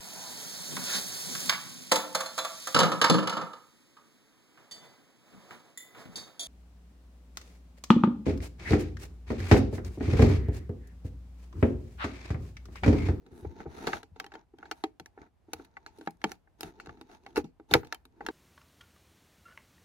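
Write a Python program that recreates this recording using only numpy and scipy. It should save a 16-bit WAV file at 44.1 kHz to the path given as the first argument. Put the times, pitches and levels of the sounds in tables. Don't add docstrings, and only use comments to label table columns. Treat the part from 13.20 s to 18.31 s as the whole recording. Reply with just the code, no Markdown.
import sys
import numpy as np
from scipy import signal
from scipy.fft import rfft, irfft, next_fast_len
from scipy.io import wavfile

SR = 44100
rng = np.random.default_rng(int(sys.argv[2]) if len(sys.argv) > 2 else 0)


def unload_audio(sound):
    columns = np.transpose(np.atleast_2d(sound))
    steps = np.round(np.clip(columns, -1, 1) * 32767)
    wavfile.write(sys.argv[1], SR, steps.astype(np.int16))


N = 225402
RING_S = np.arange(6000) / SR


def undb(db):
    return 10 ** (np.asarray(db) / 20)


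def unit(x):
    return x / np.sqrt(np.mean(x ** 2))


def blow(x, db):
    return x * undb(db) * np.sqrt(SR / 100 / np.mean(np.sum(x ** 2, axis=1)))


def add(out, s, x):
    i = max(int(s * SR), 0)
    out[:, i:i + x.shape[1]] += x[:, :max(N - i, 0)]


def high_pass(x, hz):
    return signal.sosfilt(signal.butter(2, hz, "high", fs=SR, output="sos"), x)


def colour(x, points):
    n = 2 * next_fast_len(x.shape[1])
    hz, db = np.transpose(points)
    bin_hz = np.arange(n // 2 + 1) * SR / n
    log_gain = np.log(undb(np.interp(np.log(bin_hz + 1), np.log(hz), db)))
    cepstrum = irfft(log_gain)
    cepstrum[1:n // 2] *= 2
    cepstrum[n // 2 + 1:] = 0
    return irfft(rfft(x, n) * np.exp(rfft(cepstrum)))[:, :x.shape[1]]


def tilted(points, db_per_octave):
    hz, db = np.transpose(points)
    return np.column_stack([hz, db + db_per_octave * np.log2(hz / hz[0])])


def stereo_noise(n, side_db):
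    mid, side = rng.standard_normal((2, n))
    return unit(mid + undb(side_db) * side * np.array([[1], [-1]]))


def wander(rate_hz):
    knots = rng.standard_normal(N // 100)
    return np.interp(np.arange(N) / SR * rate_hz, np.arange(len(knots)), knots)


def part_levels(parts, db, brightness):
    return [db + part_db + brightness * octaves for part_db, octaves in parts]


def ring(modes, centre_hz, octaves, rise_ms, scatter_db=3, lag_ms=0.18, spread_hz=2200):
    hz, db, t60 = np.transpose(modes)
    detune, size, phase, skew = rng.standard_normal((4, len(modes)))
    gain = undb(db + scatter_db * size) / (1 + (np.log2(hz / centre_hz) / octaves) ** 4)
    poles = np.exp((2j * np.pi * hz * (1 + 0.021 * detune) - np.log(1000) / t60) / SR)
    apart = 2 * np.pi * hz * lag_ms / 1000 + skew * hz / spread_hz
    starts = np.array([gain * np.exp(1j * (2 * np.pi * phase - shift)) for shift in (apart, 0)])
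    ports = (starts @ np.vander(poles, len(RING_S), increasing=True)).imag
    return ports * (1 - np.exp(-(RING_S * 1000 / rise_ms) ** 2))


# frequency in Hz, relative level in dB.
RUMBLE_SPECTRUM = [(22, -15.5), (52, 5.5), (90, 1), (170, -9), (330, -13), (560, -18.5), (800, -15.5),
                   (1100, -24), (2000, -29.5), (3500, -35), (8000, -42), (13000, -43), (15000, -57)]

def room_tone():
    rumble = unit(colour(stereo_noise(N, side_db=-3), RUMBLE_SPECTRUM))
    return rumble * undb(-67 + 1.2 * wander(rate_hz=9))


def room_echo(x, t60_s, wet_db, gap_s):
    swell = 1 - np.exp(-(RING_S / gap_s) ** 2)
    tail = stereo_noise(len(RING_S), side_db=0) * swell * np.exp(-np.log(1000) * RING_S / t60_s)
    tail = colour(tail, [(80, 16), (400, 0), (900, -10), (2000, -8), (6000, -21), (14000, 1)])
    tail /= np.sqrt(np.mean(np.sum(tail ** 2, axis=1)))
    return x + undb(wet_db) * signal.fftconvolve(x, tail, axes=1)[:, :N]


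# frequency in Hz, level in dB, time to fall 60 dB in seconds.
BOX_AIR_MODES = [(65, -9, 0.041), (81.5, 1, .13), (132, -3.5, .085), (173, -3.5, 0.12), (213, 2, .08)]
# start in seconds, relative level in dB, boom centre in Hz.
HAND_PUSHES = [(.117, -48, 100), (0.223, -43, 89), (0.254, -32, 96), (0.464, -38.5, 111),
               (0.675, -38.5, 187), (0.732, -43, 86), (0.915, -48, 97), (1.8, -52, 127), (2.344, -52, 108),
               (2.872, -40, 233), (3.042, -33.5, 217), (3.435, -44.5, 131), (3.678, -45, 112),
               (4.18, -43, 80), (4.238, -41.5, 170), (4.517, -32.5, 150), (4.55, -27.5, 120.4)]

def pushes():
    out = np.zeros((2, N))
    for s, db, hz in HAND_PUSHES:
        boom = ring(BOX_AIR_MODES, centre_hz=hz, octaves=.55, rise_ms=700 / hz, scatter_db=2)
        add(out, s, blow(boom, db + .5))
    return out * undb([[1.6], [-1.6]])


def crinkles(per_second, size, fade_ms):
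    chance, sizes = rng.random(N), size * rng.exponential(size=N)
    jumps = (chance < per_second / SR) * sizes
    return 1 + signal.lfilter([1], [1, -np.exp(-1000 / (fade_ms * SR))], jumps)


# frequency in Hz, level in dB, time to fall 60 dB in seconds.
TOP_FLAP_MODES = [(645, -17, 0.16), (727.7, -7, 0.071), (792, 2.5, 0.066), (894, -1.5, 0.048),
                  (1141, -9, 0.045), (1322, 1.5, 0.028), (1477, 4, 0.023), (1648, 4.5, 0.017),
                  (1717, 6, 0.022), (1992, 4, 0.025), (2178, 2.5, 0.032)]
# frequency in Hz, relative level in dB.
DRAG_SPECTRUM = [(450, -21.5), (700, 3), (860, -3), (1040, -15), (1320, -3.5), (1750, -8.5), (2300, -14),
                 (3600, -44.5)]

def flap_scrape(grain, slip_db, hollow):
    slips = stereo_noise(N, side_db=-21.5) * grain
    flaps = ring(TOP_FLAP_MODES, centre_hz=900, octaves=0.18, rise_ms=1)
    creak = unit(signal.fftconvolve(slips, flaps, axes=1)[:, :N])
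    drag = unit(colour(stereo_noise(N, side_db=0.5) * undb(slip_db), DRAG_SPECTRUM))
    return np.sqrt(hollow) * creak + np.sqrt(1 - hollow) * drag


# frequency in Hz, relative level in dB.
WALL_RUB_SPECTRUM = [(70, 1.5), (130, -4), (220, 2), (330, 5.5), (440, 2.5), (580, -18), (900, -46)]
RASP_SPECTRUM = [(1600, -13.5), (2600, 5), (3200, -0.5), (3800, 7), (5000, -2), (6600, 2.5), (8000, -27),
                 (11000, -28.5)]
SIZZLE_SPECTRUM = [(5500, -17), (7500, -10), (9000, -4), (11500, -2), (14000, -12), (16000, -9.5)]
# level against the flaps in dB, octaves above them.
RASP_AND_HISS = [(-9, 0.5), (-22, 4.1)]
# moment of greatest speed in seconds, length in seconds,
# level in dB, weight on the walls in dB, brightness in dB per octave.
BLADE_STROKES = [(0.192, .2, -70.5, -1, 6), (0.256, .6, -61, 12.5, -3.5), (0.405, 0.15, -53.5, 2.5, -4),
                 (0.646, 0.37, -45, 3, 0.9), (0.742, .19, -43, -4, 0.5), (1.018, .18, -59, 3, -2),
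                 (1.169, .18, -57, 0, -12), (1.444, .2, -59.5, 2.5, -9), (1.586, 0.27, -64, -9, 2.8),
                 (2.018, .18, -60, 0, -13), (2.384, 0.24, -59, 3.5, 0.8), (2.671, 0.6, -67.5, 1.5, -7),
                 (2.839, 0.33, -67.5, -4, 3.5), (3.086, 0.2, -56, 0, 2), (3.455, 0.16, -51, 2.5, 2),
                 (3.688, 0.71, -64, 8.5, -2.3), (3.929, .14, -55.5, -1, 0.6), (4.083, 0.22, -63, 7, 0.2),
                 (4.186, 0.077, -42.5, 8, 0.5), (4.55, .14, -41.5, 5.5, 1.5),
                 (4.714, 0.18, -63.5, -1, -0.5), (5.061, 0.35, -61.5, 9.5, -8.5)]

def slide():
    t = np.arange(N) / SR
    speeds, levels_db = [], []
    for s, length_s, db, weight_db, brightness in BLADE_STROKES:
        speeds.append(np.interp(t, [s - length_s / 2, s, s + length_s / 2], [0, 1, 0]) ** 1.31)
        levels_db.append((db + weight_db, db, *part_levels(RASP_AND_HISS, db, brightness)))
    rub_gain, scrape_gain, rasp_gain, hiss_gain = undb(levels_db).T @ np.array(speeds)
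    slip_db = 3 * wander(rate_hz=60) + 3.2 * wander(rate_hz=470)
    slow = 1 / (1 + rasp_gain / undb(-62.5))
    grain = crinkles(per_second=70, size=3, fade_ms=1) ** slow
    scrape = flap_scrape(grain, slip_db, hollow=.6 * slow)
    rub = unit(colour(stereo_noise(N, side_db=-9.5) * undb(slip_db), WALL_RUB_SPECTRUM))
    rasp = unit(colour(stereo_noise(N, side_db=-2) * grain * undb(.5 * slip_db), RASP_SPECTRUM))
    hiss_spectrum = tilted(SIZZLE_SPECTRUM, db_per_octave=-4.5)
    hiss = unit(colour(stereo_noise(N, side_db=-3.5) * grain * undb(.3 * slip_db), hiss_spectrum))
    return rub_gain * rub + scrape_gain * scrape + rasp_gain * rasp + hiss_gain * hiss


def glue_ticks(per_stroke, spread_db=6.5, stroke_share=0.39, tear_ms=2.5):
    rows = []
    for s, length_s, db, weight_db, brightness in BLADE_STROKES:
        for place in (np.arange(per_stroke) + rng.random(per_stroke)) / per_stroke - .5:
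            level_db = db - 10 + spread_db * rng.standard_normal()
            rows.append((s + stroke_share * length_s * place, level_db, weight_db, brightness, tear_ms))
    return rows


def tear(ms, spectrum, side_db, tail_db, tail_s, rise_ms=0.98):
    t_ms = RING_S * 1000
    burst = np.exp(-t_ms / (2 * ms)) + undb(tail_db) * np.exp(-RING_S / tail_s)
    swell = 1 - np.exp(-(t_ms / rise_ms) ** 2)
    return colour(stereo_noise(len(RING_S), side_db) * burst * swell, spectrum)


# frequency in Hz, level in dB, time to fall 60 dB in seconds.
BOX_WALL_MODES = [(259, -3.5, 0.18), (304.4, -1.5, 0.076), (326.1, -1, 0.08), (391, -2, 0.044),
                  (415.7, -7, 0.11), (452.6, 0.5, 0.07), (560, -11.5, 0.048)]

def cardboard_knock(flap_db, weight_db, tear_ms):
    wall_hz = 352 * 2 ** ((flap_db + 45.5) / 106)
    flap_hz = 1089 * 2 ** (-weight_db / 56)
    walls = ring(BOX_WALL_MODES, wall_hz, octaves=0.44, rise_ms=0.7)
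    flaps = ring(TOP_FLAP_MODES, flap_hz, octaves=0.67, rise_ms=.5 * tear_ms, lag_ms=.11, spread_hz=2000)
    return blow(high_pass(walls, hz=227), flap_db + weight_db) + blow(high_pass(flaps, hz=450), flap_db)


# frequency in Hz, level in dB, time to fall 60 dB in seconds.
STEEL_MODES = [(2756, 6, 0.025), (3166, -4, 0.041), (3442, -7, 0.038), (3766, 3, 0.023), (4082, -2, 0.022),
               (5200, -11, 0.029), (5576, -2, 0.017), (5950, -6, .022), (6120, -7.5, 0.013)]

def blade_clink(sharpness):
    return ring(STEEL_MODES, centre_hz=3750 * 2 ** sharpness, octaves=.55, rise_ms=0.4,
                scatter_db=8.5, lag_ms=.05, spread_hz=3000)


# frequency in Hz, relative level in dB.
CRUNCH_SPECTRUM = [(400, -15.5), (650, 0.5), (850, 11.5), (1030, -2), (1320, -11), (1750, -9), (2300, -4),
                   (3500, -39.5)]
CRACK_SPECTRUM = [(1500, -25.5), (2300, -2), (2700, -0.5), (3200, -9.5), (3750, -14), (4400, -1),
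                  (5000, -8), (6300, -10.5), (7500, -11), (10000, -52)]
# level against the flaps in dB, octaves above them.
CRACK_AND_SIZZLE = [(-5, 1.62), (-20, 3.62)]
# start in seconds, flap level in dB,
# weight on the walls in dB, brightness in dB per octave, tear length in milliseconds.
TAPE_SNAPS = [(.0632, -62.5, 1, 0, 2.4), (.2479, -47, 11.5, -20, 7.1), (.4026, -46.5, -9, -8, 1.1),
              (.456, -46.5, 10.5, -22, 24), (.6695, -33.5, -8, 0.4, 2.9), (.6729, -32, 3, -2, 2.8),
              (.6783, -38, -5, 0.5, 17), (.7307, -29, -14.5, -4, 5.4), (.8306, -51, -0.5, 1, .5),
              (.9598, -54.5, 2.5, -4, 4.2), (.9988, -37, -15.5, 1, 1.5), (1.0425, -49, -1, 0, 1.5),
              (1.0639, -51, -6, 0.9, .8), (1.1186, -49.5, -7, -4, 1.9), (1.1376, -49.5, -2, -1.5, 4.6),
              (1.153, -46.5, -1, -4, 1), (1.3358, -65, 15.5, -13, 9.5), (1.3849, -58.5, 2, 0.5, 1.1),
              (1.4278, -45, -8, -9, 2), (1.4543, -50, -12, -4, 7.7), (1.5122, -34, -6.5, 0, 3.4),
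              (1.638, -30, 2.5, -2, 1.03), (1.7977, -47.5, 0, 1.5, .9), (1.859, -52.5, -8.5, 2.5, 0.67),
              (1.9755, -52, 3.5, -18.5, 2.6), (2.2838, -64.5, 13.5, -15, 4.4), (2.333, -39.5, -1, 4.5, 1.6),
              (2.3963, -52, 7, -21, 5.7), (2.4467, -65.5, -28, 4.5, 2.9), (2.5675, -43, -20, -8, 2.8),
              (2.6627, -45, -12, -1, 0.25), (2.785, -67.5, 22, 5.5, 3.7), (2.8109, -53.5, 8, -0.5, 1.8),
              (2.873, -30.5, -5.5, -9, 1.5), (2.9071, -74.5, 4, 8.5, .7), (3.016, -54, -19.5, -1, 1),
              (3.0402, -25.5, -3.5, -1.5, 1.2), (3.1174, -44.5, -7, 3, 0.62), (3.273, -64.5, -7, -20, 4.7),
              (3.4075, -48, -2.5, 6.5, 0.52), (3.4312, -42, 3, 2.5, 0.73), (3.5997, -45, -16, -1.5, 0.13),
              (3.6593, -53.5, -10, .5, 1.6), (3.6704, -51.5, 4, -2.5, 0.69), (3.692, -45.5, -8.5, -7, 2.6),
              (3.8118, -51.5, 5.5, 1, 0.39), (4.0633, -46.5, -13, -2.5, 1.2), (4.1585, -38, -6, 1, 2.4),
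              (4.1667, -32.5, -8.5, -1.5, 0.48), (4.172, -42.5, 21, 4.5, 6.5), (4.1774, -32, 3, -5.5, 2.7),
              (4.1959, -50.5, 6.5, -9, 1.3), (4.2428, -54, 13, -0.5, 12), (4.3979, -57.5, 10.5, -8.5, 1.9),
              (4.511, -36, 3.5, 1.5, 8.8), (4.5374, -17, -22, 2.03, 1.13), (4.5422, -22.5, -0.5, -7, 3.2),
              (4.5505, -23, 6.5, -6.5, 3.6), (4.6316, -49, 1, -9, 2), (4.6467, -55.5, 5, 1, 4),
              (4.6699, -62.5, 1, 3.5, 2.9), (4.7245, -33.5, -17, 0.5, 1.26), (4.7449, -49, -15, 4, 1.4),
              (4.8528, -60.5, 2, 4, 0.89), (5.006, -40.5, -4, -11, 6.6), (5.0641, -36.5, -16, 1, .7),
              (5.0861, -35, 1, -4, 0.67)]

def snaps(rows):
    out = np.zeros((2, N))
    for s, flap_db, weight_db, brightness, tear_ms in rows:
        crack_db, sizzle_db = part_levels(CRACK_AND_SIZZLE, flap_db, brightness)
        sharpness = np.clip((sizzle_db - crack_db + 18) / 28, -1, 1)
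        knock = cardboard_knock(flap_db, weight_db, tear_ms)
        crunch = tear(tear_ms, CRUNCH_SPECTRUM, side_db=2, tail_db=-11.5, tail_s=0.016)
        clink = blade_clink(sharpness)
        crack_spectrum = tilted(CRACK_SPECTRUM, db_per_octave=sharpness)
        crack = tear(0.96 * tear_ms, crack_spectrum, side_db=2, tail_db=-30.5, tail_s=0.02)
        sizzle_spectrum = tilted(SIZZLE_SPECTRUM, db_per_octave=0.24 * (sizzle_db + 54.5))
        sizzle = tear(.65 * tear_ms, sizzle_spectrum, side_db=-6, tail_db=-22, tail_s=.009, rise_ms=.6)
        tape = blow(crunch, flap_db - 7.5) + blow(crack, crack_db - 3.5) + blow(sizzle, sizzle_db)
        add(out, s, knock + tape + blow(clink, crack_db - 2.9))
    return out * undb([[-0.05], [0.05]])


def scene():
    rumble = room_tone()
    blows = snaps(TAPE_SNAPS) + pushes() + snaps(glue_ticks(per_stroke=2))
    return rumble + room_echo(blows, t60_s=0.33, wet_db=-25, gap_s=0.02) + slide()


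def record(dry):
    top_cut = signal.ellip(8, .2, 70, 15800, fs=SR, output="sos")
    return signal.sosfilt(top_cut, high_pass(dry, hz=33.3))


dry = scene()
out = record(dry)
unload_audio(out)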